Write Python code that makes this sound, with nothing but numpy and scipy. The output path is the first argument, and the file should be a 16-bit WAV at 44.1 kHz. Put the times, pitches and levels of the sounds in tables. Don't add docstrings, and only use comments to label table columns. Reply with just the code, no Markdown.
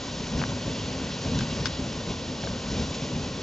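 import sys
import numpy as np
from scipy import signal
from scipy.fft import rfft, irfft
from scipy.io import wavfile
from scipy.ndimage import uniform_filter1d

SR = 44100
rng = np.random.default_rng(int(sys.argv[2]) if len(sys.argv) > 2 else 0)


def volts_from_decibels(level):
    exponent = np.asarray(level, float) / 20
    return 10 ** exponent


def dump(signal):
    limited = np.clip(np.atleast_2d(signal).T, -1, 1)
    pcm = np.round(limited * 32767).astype(np.int16)
    wavfile.write(sys.argv[1], SR, pcm)


N = 150822
HZ = np.fft.rfftfreq(N, 1 / SR)

# frequency in Hz, density in dB per Hz.
SCATTER_SPECTRUM = [(60, 0), (250, 2), (600, 3), (1000, 2), (2000, 0), (4500, 1.5), (6200, -2), (7400, -9)]
# start in seconds, peak in dB, centre in Hz, rattle hold in seconds,
# left over right in dB.
HOUSING_TICKS = [
    (.4152, -19.5, 1300, .0005, 3),
    (.4234, -23, 1200, .001, 2),
    (.4366, -17, 1300, .001, 2),
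    (1.3885, -17.5, 3600, .005, 5),
    (1.4074, -22, 2300, .006, 5),
    (1.6560, -13.5, 3400, .016, 5),
    (2.4360, -28, 1200, .0005, 2),
    (2.4645, -28, 5200, .004, 0),
    (2.4705, -25.5, 850, .005, 2),
]
# frequency in Hz, level in dB, 60 dB decay time in seconds.
HOUSING_MODES = [(450, -2, .012), (800, -1, .012), (1150, -1, .009), (1580, 0, .016), (2000, -2, .006),
                 (2450, -1, .007), (2900, -1, .007), (3700, 0, .008), (4500, -2, .008), (5300, 2, .009),
                 (6100, -3, .006), (6800, -5, .006)]
# frequency in Hz, density in dB per Hz.
SPRAY_SPECTRUM = [(900, -5.5), (1500, -3.5), (2100, -4), (2800, 1.5), (5300, -1.5), (6800, -4.5),
                  (7500, -11.5), (7850, -29)]
# time in seconds, level in dB.
SPRAY_FALL = [
    (0.0, -40),
    (0.31, -39.5),
    (1.56, -38),
    (1.66, -39),
    (2.37, -41),
    (2.76, -39),
    (3.42, -40.5),
]
# time in seconds, lift in dB, length in seconds.
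SPLASHES = [
    (0.27, 3.5, 0.0069),
    (0.378, 4, 0.0096),
    (0.401, 3.5, 0.02),
    (1.93, 2.5, 0.013),
    (2.108, 3, .04),
    (2.45, 1.5, .06),
    (2.722, 1.5, .015),
    (2.8, 2, 0.1),
    (2.951, 4, .02),
    (3.253, 2, .04),
]
# frequency in Hz, density in dB per Hz.
ROAR_SPECTRUM = [(200, -7.5), (280, -3), (320, -3.5), (560, -1.5), (695, -10), (1050, -10), (1280, -19.5),
                 (1500, -21.5)]
# frequency in Hz, density in dB per Hz.
RUMBLE_SPECTRUM = [(22, -16), (60, 0), (100, 0), (156, 0), (194, -1), (263, -2), (301, -14.5), (360, -24)]
# frequency in Hz, width in Hz, lift in dB.
VENT_RINGS = [(150, 53, 2.5), (241.7, 34, 3), (264, 22, 2.5)]
# time in seconds, lift in dB, length in seconds.
STEAM_BURSTS = [(.05, 0, 0.11), (.2, 2.5, 0.11), (.36, 8.5, 0.1), (.42, 6.5, 0.085), (.52, 6.5, 0.11),
                (.68, 6.5, 0.079), (.87, 4, 0.31), (1.02, 3, .1), (1.27, 9.5, 0.069), (1.345, 12.5, 0.074),
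                (1.41, 10, 0.079), (1.52, 6.5, .07), (1.61, 7.5, 0.075), (1.69, 5, 0.067), (1.81, 7.5, .06),
                (1.87, 4, 0.072), (1.98, 2, 0.088), (2.11, 7, 0.062), (2.3, 4, 0.049), (2.44, 3.5, 0.043),
                (2.52, 5.5, 0.098), (2.72, 6, 0.12), (2.81, 9.5, .08), (2.9, 3.5, 0.058), (3.035, 8, .04),
                (3.15, 8.5, .06), (3.23, 5.5, 0.11)]
# delay in ms, strength as a ratio, centre in Hz, width in Hz.
NEAR_ECHOES = [(2.367, 0.38, 1750, 590), (2.17, 0.41, 5360, 1800)]
# frequency in Hz, left lead in radians.
LEFT_LEAD = [(0, 0.08), (2330, 0.71), (3450, 0.5), (3790, 0.6), (7410, 0.16), (8350, 0.05)]
# frequency in Hz, left over right in dB.
LEFT_TILT = [(60, 1.5), (160, 0.5), (430, 1.5), (1150, 1.5), (3070, -1), (8200, 0.5)]
# frequency in Hz, level in dB.
MIRROR_IMAGE = [(8000, 0.5), (8250, -5), (8500, -20), (8850, -19), (9000, -58), (9100, -90)]


def rms_one(x):
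    return x / np.sqrt(np.mean(x ** 2) + 1e-20)


def at_hz(points, hz):
    f, v = np.transpose(points)
    return np.interp(np.log(hz + 1), np.log(f + 1), v)


def drift(rate_hz):
    pole = np.exp(-80 * np.pi * rate_hz / SR)
    white = rng.standard_normal(N // 40 + 2002)
    slow = signal.lfilter([1], [1, -2 * pole, pole * pole], white)[2000:]
    return np.interp(np.arange(N) / 40, np.arange(len(slow)), rms_one(slow))


def colour(x, points, skirt_db):
    below, above = points[0][0] / (HZ + 1), HZ / points[-1][0]
    octaves_beyond = np.maximum(0, np.log2(np.maximum(below, above)))
    gain_db = at_hz(points, HZ) - skirt_db * octaves_beyond
    return rms_one(irfft(rfft(x) * volts_from_decibels(gain_db), N))


def patchy(low_hz, high_hz, shared_db, own_db, shared_hz, own_hz):
    shared = drift(shared_hz)
    white = rfft(rng.standard_normal(N))
    out = np.zeros(N)
    for centre in np.arange(np.log2(low_hz), np.log2(high_hz), .5):
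        band = np.clip(1 - 2 * abs(np.log2(HZ + 1) - centre), 0, 1)
        flicker_db = shared_db * shared + own_db * drift(own_hz)
        out += volts_from_decibels(flicker_db) * irfft(white * band, N)
    return out


def swells(rows):
    t = np.arange(N) / SR
    return sum(db * np.exp(-(2 * (t - s) / length_s) ** 2) for s, db, length_s in rows)


def scattered(fall_db):
    whites = rng.standard_normal((2, N))
    around = np.array([colour(white, SCATTER_SPECTRUM, skirt_db=50.5) for white in whites])
    return volts_from_decibels(-49 + fall_db - fall_db.mean()) * around


def ring_housing(push, centre_hz):
    span_octaves = .5 + .3 * centre_hz / 1000
    ring = np.zeros_like(push)
    for k, (mode_hz, mode_db, t60_s) in enumerate(HOUSING_MODES):
        r, w = volts_from_decibels(-60 / (t60_s * SR)), 2 * np.pi * mode_hz / SR
        near = np.exp(-.5 * (np.log2(mode_hz / centre_hz) / span_octaves) ** 2)
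        mode = signal.lfilter([0, np.sin(w)], [1, -2 * r * np.cos(w), r * r], push)
        ring += (-1) ** k * near * volts_from_decibels(mode_db) * mode
    return ring


def housing_ticks():
    contact_s, click_db = .0007, 16
    rattle_db, rattle_fade_s = -10.5, .002
    out, t = np.zeros((2, N + SR)), np.arange(3000) / SR
    contact = t / contact_s * np.exp(1 - t / contact_s)
    for s, peak_db, centre_hz, rattle_s, pan_db in HOUSING_TICKS:
        noise = rng.standard_normal((3, len(t)))
        rattle = volts_from_decibels(rattle_db) * np.exp(-np.maximum(t - rattle_s, 0) / rattle_fade_s)
        push = (noise[0] + .5 * noise[1:]) * (contact + rattle)
        push[:, round(contact_s * SR)] += volts_from_decibels(click_db)
        ring = ring_housing(push, centre_hz)
        side_db = np.array([[.5], [-.5]]) * pan_db
        i = int(s * SR)
        out[:, i:i + len(t)] += ring / abs(ring.mean(axis=0)).max() * volts_from_decibels(peak_db + side_db)
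    return out[:, :N]


def spray(fall_db, swing_db):
    drops_per_s, drop_spread_db, drops_db = 1200, 5, -18.5
    surge_share = 0.054
    sizes = volts_from_decibels(drop_spread_db * np.minimum(rng.exponential(1, N), 5)) * rng.choice([-1, 1], N)
    landed = rng.random(N) < drops_per_s * volts_from_decibels(3 * drift(8)) / SR
    drops = rms_one(sizes * landed)
    hiss = rms_one(patchy(620, 11000, shared_db=0.18, own_db=0.72, shared_hz=12, own_hz=8.2))
    water = colour(hiss + volts_from_decibels(drops_db) * drops, SPRAY_SPECTRUM, skirt_db=52.5)
    return volts_from_decibels(fall_db + surge_share * swing_db) * water


def roar(swing_db):
    level_db, surge_share = -38, 0.36
    torn_air = patchy(150, 2500, shared_db=0.38, own_db=0.46, shared_hz=27, own_hz=6)
    return volts_from_decibels(level_db + surge_share * swing_db) * colour(torn_air, ROAR_SPECTRUM, skirt_db=9)


def rumble(burst_db):
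    level_db = -37
    evened, even_s = 0.56, 0.024
    lift_db = sum(db / (1 + ((HZ - hz) / width_hz * 2) ** 2) for hz, width_hz, db in VENT_RINGS)
    lumps = patchy(20, 500, shared_db=0.45, own_db=1.0, shared_hz=21, own_hz=7)
    lumps = colour(lumps, RUMBLE_SPECTRUM, skirt_db=32.5)
    lumps = rms_one(irfft(rfft(lumps) * volts_from_decibels(lift_db), N))
    span = int(even_s * SR)
    power = uniform_filter1d(uniform_filter1d(lumps ** 2, span), span)
    return volts_from_decibels(level_db + burst_db) * rms_one(lumps / (power + .01) ** (evened / 2))


def at_microphones(x):
    echo = np.zeros(len(HZ), complex)
    for delay_ms, strength, centre_hz, width_hz in NEAR_ECHOES:
        band = np.exp(-((HZ - centre_hz) / width_hz) ** 2)
        echo += strength * band * np.exp(-2j * np.pi * HZ * delay_ms / 1000)
    lead_rad = np.interp(HZ, *np.transpose(LEFT_LEAD))
    half = volts_from_decibels(at_hz(LEFT_TILT, HZ) / 2) * np.exp(.5j * lead_rad)
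    return irfft(rfft(x) * (1 - echo) * np.array([half, 1 / half]), N)


def scene():
    burst_db, splash_db = swells(STEAM_BURSTS), swells(SPLASHES)
    swing_db = burst_db - burst_db.mean()
    fall_db = np.interp(np.arange(N) / SR, *np.transpose(SPRAY_FALL))
    water = spray(fall_db + splash_db, swing_db)
    jet = roar(swing_db) * volts_from_decibels(0.45 * splash_db)
    ahead = water + jet + rumble(burst_db)
    return scattered(fall_db) + housing_ticks() + at_microphones(ahead)


def band_limit(x):
    return signal.sosfilt(signal.butter(12, 8800, fs=SR, output="sos"), x)


def record(dry):
    fold_hz, null_hz = 8000, 90
    width_end_hz, width_fall_hz = 7580, 30
    spec = rfft(dry) * (1 - np.exp(-((fold_hz - HZ) / null_hz) ** 2)) * (HZ < fold_hz)
    mid = spec.mean(axis=0)
    narrowing = 1 + np.exp(np.clip((HZ - width_end_hz) / width_fall_hz, -50, 6))
    spec = mid + (spec - mid) / narrowing
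    fold = int(np.searchsorted(HZ, fold_hz))
    image_gain = volts_from_decibels(np.interp(HZ[fold:2 * fold], *np.transpose(MIRROR_IMAGE)))
    spec[:, fold:2 * fold] = np.conj(spec[:, fold:0:-1]) * image_gain
    return band_limit(irfft(spec, N))


dry = scene()
out = record(dry)
dump(out)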